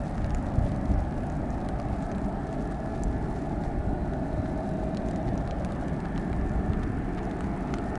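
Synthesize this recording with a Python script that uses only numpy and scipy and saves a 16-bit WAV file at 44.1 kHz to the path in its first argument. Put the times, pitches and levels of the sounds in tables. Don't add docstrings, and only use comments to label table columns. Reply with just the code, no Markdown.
import sys
import numpy as np
from scipy import signal
from scipy.fft import rfft, irfft
from scipy.io import wavfile
from scipy.ndimage import uniform_filter1d

SR = 44100
rng = np.random.default_rng(int(sys.argv[2]) if len(sys.argv) > 2 else 0)


def pcm_store(signal):
    levels = np.round(np.clip(np.atleast_2d(signal), -1, 1) * 32767)
    wavfile.write(sys.argv[1], SR, levels.astype(np.int16).T)


N = 351918
TIME = np.arange(N) / SR

# (frequency [Hz], relative level [dB])
BOOM_SPECTRUM = [(70, -9), (130, -18), (160, -3), (190, 1.5), (212, 2), (240, -33), (330, -48), (600, -94)]
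RUMBLE_SPECTRUM = [(60, -39), (105, -15.5), (135, 3), (165, -2), (200, -2.5), (235, -2.5), (270, 0.5),
                   (310, -3.5), (360, -8.5), (410, -6.5), (500, -13), (650, -32), (1200, -70)]
DRONE_SPECTRUM = [(280, -36), (350, 3), (395, -4.5), (480, -26), (700, -70)]
ROAR_SPECTRUM = [(350, -27), (500, -8), (590, 0.5), (660, -2), (730, 0), (800, -3), (880, -6), (970, -18),
                 (1150, -22), (2000, -84)]
RUSH_SPECTRUM = [(600, -5), (950, 0), (1150, 2.5), (1400, 2.5), (1560, -0.5), (1730, 1), (2000, -4.5),
                 (2400, -10), (3000, -16.5), (5000, -35.5), (11000, -67)]
WIND_SPECTRUM = [(8, -23), (20, -11.5), (32, 0), (42, 1.5), (56, 5.5), (72, -2), (95, -3.5), (130, -8),
                 (200, -14), (500, -84)]
HISS_SPECTRUM = [(1200, -20), (2600, -10), (3200, 4.5), (4000, 5.5), (5100, 3), (6800, -0.5), (8000, 0.5),
                 (9000, 0), (11000, -6)]
# (time [s], level [dB])
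BOOM_ENVELOPE = [(0, -39.5), (.7, -36.5), (1.4, -47), (2.1, -36.5), (2.9, -45), (4.2, -36), (4.8, -39.5),
                 (6.1, -39.5), (6.7, -36.5), (8, -36.5)]
DRONE_ENVELOPE = [(0, -66), (4.5, -45.5), (6, -46.5), (8, -43)]
ROAR_ENVELOPE = [(0, -41.5), (1.2, -39.5), (4.5, -41), (5.7, -40.5), (6.9, -43), (8, -41)]
RUSH_ENVELOPE = [(0, -48), (3.8, -50), (6.7, -47), (8, -45.5)]
CRACKLE_ENVELOPE = [(0, -63), (.65, -63), (1.2, -63.5), (2.5, -65), (4, -67.5), (5.2, -66), (8, -65.5)]
# (time [s], centre [Hz])
GROUND_NOTCH = [(0, 420), (1.3, 433), (3.2, 517), (4.3, 456), (5.6, 420), (7.1, 550), (8, 520)]
# (peak time [s], length [s], harmonic [-], level [dB])
HARMONIC_SWELLS = [(1.05, 0.28, 26, -61), (2, 0.32, 26, -59.5), (2.945, 0.76, 26, -56.5),
                   (4.4, 0.89, 26, -60.5), (6.35, 1.3, 26, -57), (8.15, 0.31, 26, -48),
                   (4.0, 0.55, 9, -46.5), (5.5, 0.34, 9, -53), (7.2, 1, 9, -70), (2.64, 1.46, 10, -44.5),
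                   (4.3, 0.38, 10, -44), (5.356, 0.95, 10, -45.5), (7.63, 0.52, 10, -45),
                   (2.806, 1.9, 12, -52), (5.4, 0.62, 12, -52.5), (7.8, 0.76, 12, -48.5)]
# (time [s], pitch [Hz], level [dB])
HOWL_CONTOUR = [(3.85, 622, -75), (4.15, 629, -45), (4.45, 633, -42), (4.7, 635, -40), (5.0, 636, -42),
                (5.24, 642, -42), (5.38, 645, -60), (5.6, 645, -90)]
# (peak time [s], length [s], pitch [Hz], glide [octaves/s], base level [dB])
SPOOL_GLIDE = (3.6, 4.5, 1424, .087, -62.5)
WHISTLE_GLIDE = (4.05, .6, 4050, -.02, -78)
SIZZLE_GLIDE = (5, 1.3, 3750, -.14, -70.5)
# (peak time [s], length [s], gain [dB])
SPOOL_PATCHES = [(2.2, 0.25, 8), (4.1, .4, 6), (4.7, .2, 4), (6.4, .3, 10)]
# (peak time [s], length [s], level [dB])
WIND_GUSTS = [(.28, 0.18, -28.5), (.62, 0.17, -29), (.95, 0.11, -25), (1.5, 0.99, -36.5), (3.1, 0.19, -30),
              (3.85, 0.37, -31.5), (4.36, 0.12, -35.5), (5.4, 0.44, -34.5), (6.469, 0.15, -29.5),
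              (6.7, 0.41, -31.5), (6.94, .14, -32.5)]
# (time [s], peak level [dB], frequency [Hz])
WIND_EDDIES = [(0.586, -10.5, 78.5), (0.623, -22, 61.4), (0.642, -18, 98), (0.912, -17, 47.6),
               (0.935, -22, 64.6), (1.931, -20, 65), (3.104, -20, 57), (3.876, -18, 64.5), (4.401, -19, 64),
               (6.318, -18.5, 73.6), (6.45, -33, 60.1), (6.702, -15.5, 89), (6.84, -26, 94),
               (6.904, -20, 110), (6.945, -19, 53.7), (6.999, -33, 45)]
# (time [s], snap energy [dB], brightness [Hz], breadth [octaves], ping pitch [Hz],
# ping energy [dB])
IMPACTS = [(0.1806, -21, 2270.0, 1.8, 7400.0, -40), (0.2453, -22, 1930.0, 1.3, 4000.0, -27),
           (0.306, -23, 2860.0, 0.8, 5400.0, -30), (0.3477, -19, 5600, 1.3, 7100, -21.5),
           (0.7197, -31.0, 2350.0, 1.8, 4000.0, -32), (0.94, -46, 7460.0, 0.5, 5800.0, -34),
           (1.3006, -25, 2150.0, 0.58, 6500.0, -31), (1.505, -33, 1690.0, 0.7, 6270, -30.5),
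           (1.6888, -20, 2900, 2.7, 8400, -35), (1.8, -22, 2800, 1.8, 4770, -29),
           (1.8862, -31, 4500, 1, 5000, -38), (2.0253, -27, 2990.0, 1.7, 7340, -33),
           (2.1167, -25, 2410.0, 0.46, 6300.0, -30), (2.1496, -40, 5160.0, 0.5, 3700.0, -31),
           (2.183, -24.5, 2570.0, 0.81, 7800.0, -34), (2.529, -23, 1500, 1.6, 7500, -36),
           (2.7219, -21.5, 1400, 1, 8500, -35), (3.036, -20.5, 9000, 0.47, 7260, -21),
           (3.6378, -23, 1380, 0.77, 4970, -37), (4.136, -22, 1400, 1.9, 5200.0, -45),
           (4.4591, -24, 2000, 0.9, 3000, -41), (4.607, -35, 3600, 1.2, 4200, -45),
           (4.6917, -36, 9000.0, 0.3, 5100.0, -36), (4.948, -27, 5870.0, 1.1, 4200.0, -38),
           (4.972, -19, 4700, 0.65, 8100, -34), (5.0866, -22, 1760.0, 1.5, 6800.0, -31),
           (5.112, -27, 3770.0, 0.87, 8000.0, -34), (5.1608, -26.0, 3570.0, 1.4, 6950, -32),
           (5.2816, -22, 2070, 0.92, 4600.0, -38.5), (5.289, -27, 3100, 1.1, 4400, -37),
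           (5.378, -27, 2850.0, 1.8, 6000.0, -26.5), (5.4762, -21.5, 1430.0, 1.8, 9700.0, -37),
           (5.5104, -20, 3300, 0.51, 6640, -35), (5.6484, -18, 4570.0, 2.2, 6450, -26),
           (5.722, -33, 8390.0, 0.3, 3700.0, -29.5), (5.8836, -24.5, 6740.0, 2.1, 7900.0, -40.0),
           (5.897, -33, 5070, 1.8, 3000.0, -31), (6.0036, -23, 1432, 1.8, 6320, -37),
           (6.161, -24, 2800, 1, 3300, -27), (6.1785, -14.5, 1480.0, 1.7, 5300.0, -40),
           (6.3308, -17, 1860.0, 0.63, 8000.0, -41), (6.413, -22.5, 1490.0, 1.2, 4230, -37),
           (6.4955, -32, 4800, 1, 6000, -38), (6.735, -23, 1440.0, 1.7, 3000.0, -27),
           (6.8345, -34, 6000, 1.43, 9100, -39), (7.232, -33, 3410, 1.2, 6500, -38),
           (7.2532, -34, 5600.0, 0.27, 9700.0, -42.0), (7.3127, -20.5, 2420.0, 1.2, 5000.0, -36),
           (7.4079, -19, 2660.0, 1.4, 7800, -29), (7.4424, -21.5, 1660.0, 1.6, 4400.0, -36.0),
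           (7.7405, -12.5, 2330, 1.5, 6250, -22.5), (7.7854, -22, 2960.0, 0.87, 7900.0, -34.5),
           (7.9558, -21, 2430.0, 1.7, 5900.0, -30)]
# (frequency [Hz], relative level [dB])
SNAP_SPECTRUM = [(400, -24), (1000, 13.5), (1800, 10.5), (2800, 1.5), (4200, 0.5), (5200, -3.5), (6400, -4),
                 (7600, -6), (8900, -8.5), (9900, -8), (11000, -8.5)]
# (time [s], energy [dB], pitch [Hz])
IMPACT_KNOCKS = [(1.799, -22, 1240), (4.4591, -26, 1800), (5.6477, -24, 1550), (6.1785, -15, 1380),
                 (6.3313, -23, 1550), (7.4077, -17, 1150), (7.739, -14, 1190)]
# (time [s], length [s], level [dB], brightness [Hz])
RUBS = [(0.674, 0.034, -53, 3200), (2.542, 0.013, -54, 2800), (2.952, .012, -54, 4500),
        (3.364, .008, -53, 5000), (3.39, 0.016, -61, 4500), (3.46, 0.013, -57, 4500),
        (6.055, 0.011, -44, 1300), (6.835, 0.0082, -43, 2000), (7.185, .013, -42, 1197)]

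RUMBLE_DB, WHINE_DB, BREEZE_DB, HISS_DB = -34, -71, -36, -66.5
NOTCH_WIDTH_HZ, NOTCH_NARROWING_PER_S = 82, 0.053
SHAFT_HZ, SHAFT_RISE_HZ_PER_S, BLADE_COUNT = 64.25, .62, 26
PING_DECAY_S, KNOCK_DECAY_S = 0.00016, 0.00045
REBOUND_RANGE_S, REBOUND_DB = (.0005, .0014), -3.5
GROUND_ECHO_S, GROUND_ECHO_DB = 0.0061, -14.5
CRACKLE_PER_S, CRACKLE_CLUMPING, CRACKLE_SPREAD_DB = 520, .6, 5.2


def exhaust():
    boom = envelope(BOOM_ENVELOPE) * noise(BOOM_SPECTRUM, patchy_db=2.5, size=4096)
    rumble = amp(RUMBLE_DB) * noise(RUMBLE_SPECTRUM, patchy_db=1, notch_db=5.5, octaves_per_s=0.0093)
    roar = envelope(ROAR_ENVELOPE) * noise(ROAR_SPECTRUM, patchy_db=1.5, notch_db=13)
    rush = envelope(RUSH_ENVELOPE) * noise(RUSH_SPECTRUM, patchy_db=1.5)
    drone = envelope(DRONE_ENVELOPE) * noise(DRONE_SPECTRUM, patchy_db=0)
    return boom + rumble + drone + roar + rush


def noise(spectrum, patchy_db, notch_db=0, octaves_per_s=0, size=2048):
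    hop = size // 4
    t, hz = np.arange(N // hop + 5) * hop / SR, np.fft.rfftfreq(size, 1 / SR)
    real, imag, patches = rng.standard_normal((3, len(t), len(hz)))
    patches = uniform_filter1d(patches, size=14, axis=0)
    patches = unit(uniform_filter1d(patches, size=9, axis=1))
    notch_hz = np.interp(t, *np.transpose(GROUND_NOTCH))[:, None]
    width_hz = NOTCH_WIDTH_HZ * np.exp(-NOTCH_NARROWING_PER_S * t)[:, None]
    notch = np.exp(-((hz - notch_hz) / width_hz) ** 2)
    creep = 2 ** (octaves_per_s * (t - t.mean()))[:, None]
    db = colour(spectrum, hz / creep) + patchy_db * patches - notch_db * notch
    frames = (real + 1j * imag) * amp(db)
    return unit(signal.istft(frames.T, nperseg=size, noverlap=size - hop)[1][:N])


def fan():
    shaft_hz = SHAFT_HZ + SHAFT_RISE_HZ_PER_S * TIME
    gains = {BLADE_COUNT: amp(WHINE_DB)}
    for peak_s, length_s, harmonic, db in HARMONIC_SWELLS:
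        gains[harmonic] = np.hypot(gains.get(harmonic, 0), amp(db) * swell(peak_s, length_s))
    whine = gains.pop(BLADE_COUNT) * blade_tone(BLADE_COUNT * shaft_hz, waver_hz=.7, flutter=.2)
    lower = sum(gain * blade_tone(k * shaft_hz, waver_hz=2.5, flutter=.7) for k, gain in gains.items())
    return whine + lower


def turbines():
    times, howl_hz, howl_db = np.transpose(HOWL_CONTOUR)
    hz, gain = np.interp(TIME, times, howl_hz), amp(np.interp(TIME, times, howl_db))
    howl = gain * blade_tone(hz, waver_hz=1.6, flutter=0.3)
    hz, gain = glide(*SPOOL_GLIDE)
    boost = 1 + sum((amp(db) - 1) * swell(s, length_s) for s, length_s, db in SPOOL_PATCHES)
    spool = gain * boost * blade_tone(hz, waver_hz=8.1, flutter=1)
    hz, gain = glide(*WHISTLE_GLIDE)
    whistle = gain * blade_tone(hz, waver_hz=35.3, flutter=1.2)
    hz, gain = glide(*SIZZLE_GLIDE)
    carrier = np.sin(2 * np.pi * np.cumsum(hz) / SR)
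    sizzle = gain * unit(drift(rate_hz=410) * carrier)
    return howl + spool + whistle + sizzle


def blade_tone(hz, waver_hz, flutter):
    phase = 2 * np.pi * np.cumsum(hz + waver_hz * drift(rate_hz=13.34)) / SR
    scattered = drift(rate_hz=23) * np.cos(phase) + drift(rate_hz=39) * np.sin(phase)
    return unit(np.sin(phase) + flutter * scattered)


def wind():
    gust_power = sum((amp(db) * swell(s, length_s)) ** 2 for s, length_s, db in WIND_GUSTS)
    strength = np.sqrt(amp(BREEZE_DB) ** 2 + gust_power)
    flow = noise(WIND_SPECTRUM, patchy_db=0, size=4096)
    flow /= np.sqrt(uniform_filter1d(flow ** 2, size=14000))
    pressure = strength * flow
    for s, db, hz in WIND_EDDIES:
        u = np.arange(-SR // 20, SR // 20) / SR * np.pi * hz
        add(pressure, s - 1 / 20, amp(db) * (2 * u ** 2 - 1) * np.exp(-u ** 2))
    return pressure


def ticks():
    near = np.zeros(N)
    shares = unit(amp([0, REBOUND_DB])) / np.sqrt(2)
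    for s, db, bright_hz, octaves, ping_hz, ping_db in IMPACTS:
        gap_s = rng.uniform(*REBOUND_RANGE_S)
        for contact_s, share in zip((s - gap_s / 2, s + gap_s / 2), shares):
            click = snap(bright_hz, octaves)
            add(near, contact_s - len(click) / 2 / SR, share * amp(db) * click)
            add(near, contact_s, share * amp(ping_db) * ping(ping_hz, PING_DECAY_S))
    for s, db, hz in IMPACT_KNOCKS:
        add(near, s - KNOCK_DECAY_S, amp(db) * ping(hz, KNOCK_DECAY_S))
    add(near, GROUND_ECHO_S, amp(GROUND_ECHO_DB) * near)
    return near


def snap(bright_hz, octaves, attack_decay_s=0.0004, tail_decay_s=0.005, tail_gain=0.0397, size=1024):
    t, hz = np.arange(size) / SR, np.fft.rfftfreq(size, 1 / SR)
    attack = rfft(rng.standard_normal(size) * np.exp(-t / attack_decay_s))
    tail = rfft(rng.standard_normal(size) * np.exp(-t / tail_decay_s))
    burst = attack / abs(attack) ** .35 + tail_gain * tail
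    detuning = np.log2((hz + 1) / bright_hz) / octaves
    log_gain = np.log(amp(colour(SNAP_SPECTRUM, hz))) - 2 * np.log1p((detuning / 2) ** 2)
    mirrored = np.r_[log_gain, log_gain[-2:0:-1]]
    minimum_phase = np.exp(np.conj(signal.hilbert(mirrored)))[:len(hz)]
    sound = np.roll(irfft(burst * minimum_phase), size // 2)
    return sound / np.linalg.norm(sound)


def ping(hz, decay_s, size=512):
    t = np.arange(size) / SR
    sound = t * np.exp(-t / decay_s) * np.sin(2 * np.pi * (hz * t + rng.random()))
    return sound / np.linalg.norm(sound)


def crackle(colours=24, bright_range_hz=(4000, 10000)):
    rate_per_s = CRACKLE_PER_S * np.exp(CRACKLE_CLUMPING * drift(rate_hz=14))
    arrivals = rng.random(N) < rate_per_s / SR
    hits = arrivals * amp(CRACKLE_SPREAD_DB * np.minimum(rng.exponential(1, N), 3.4))
    kind = rng.integers(0, colours, N)
    snaps = [snap(hz, octaves=0.69) for hz in np.geomspace(*bright_range_hz, colours)]
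    patter = sum(signal.oaconvolve(hits * (kind == k), snaps[k], "same") for k in range(colours))
    return envelope(CRACKLE_ENVELOPE) * unit(patter)


def scuffs(snaps_per_s=1500):
    grit = np.zeros(N)
    for s, length_s, db, bright_hz in RUBS:
        gain = amp(db) * np.sqrt(SR / snaps_per_s)
        for offset in rng.triangular(-1, 0, 1, int(snaps_per_s * length_s) + 1):
            click = snap(bright_hz, octaves=1.43)
            add(grit, s + offset * length_s - len(click) / 2 / SR, gain * click)
    return grit


def hiss():
    return amp(HISS_DB) * noise(HISS_SPECTRUM, patchy_db=1.2, size=512)


def amp(db):
    return 10 ** (np.asarray(db) / 20)


def unit(x):
    return x / np.sqrt(np.mean(x ** 2) + 1e-20)


def colour(spectrum, hz):
    frequencies, db = np.transpose(spectrum)
    return np.interp(np.log(hz + 1), np.log(frequencies), db)


def envelope(rows):
    return amp(np.interp(TIME, *np.transpose(rows)))


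def swell(peak_s, length_s):
    return 2 ** (-2 * ((TIME - peak_s) / length_s) ** 2)


def glide(peak_s, length_s, hz, octaves_per_s, db):
    return hz * 2 ** (octaves_per_s * (TIME - peak_s)), amp(db) * swell(peak_s, length_s)


def drift(rate_hz):
    hz = np.fft.rfftfreq(N, 1 / SR)
    return unit(irfft(rfft(rng.standard_normal(N)) * np.exp(-(hz / rate_hz) ** 2), N))


def add(mix, start_s, sound):
    part = mix[max(round(start_s * SR), 0):][:len(sound)]
    part += sound[:len(part)]


def scene():
    floor = hiss()
    return (exhaust() + fan() + turbines() + wind() + ticks() + crackle() + scuffs() + floor)[None]


def record(dry, cutoff_hz=11120):
    lowpass = signal.firwin(1601, cutoff_hz, window=("kaiser", 9), fs=SR)
    taper = signal.windows.tukey(N, .001)
    return signal.oaconvolve(dry, lowpass[None], "same") * taper


dry = scene()
out = record(dry)
pcm_store(out)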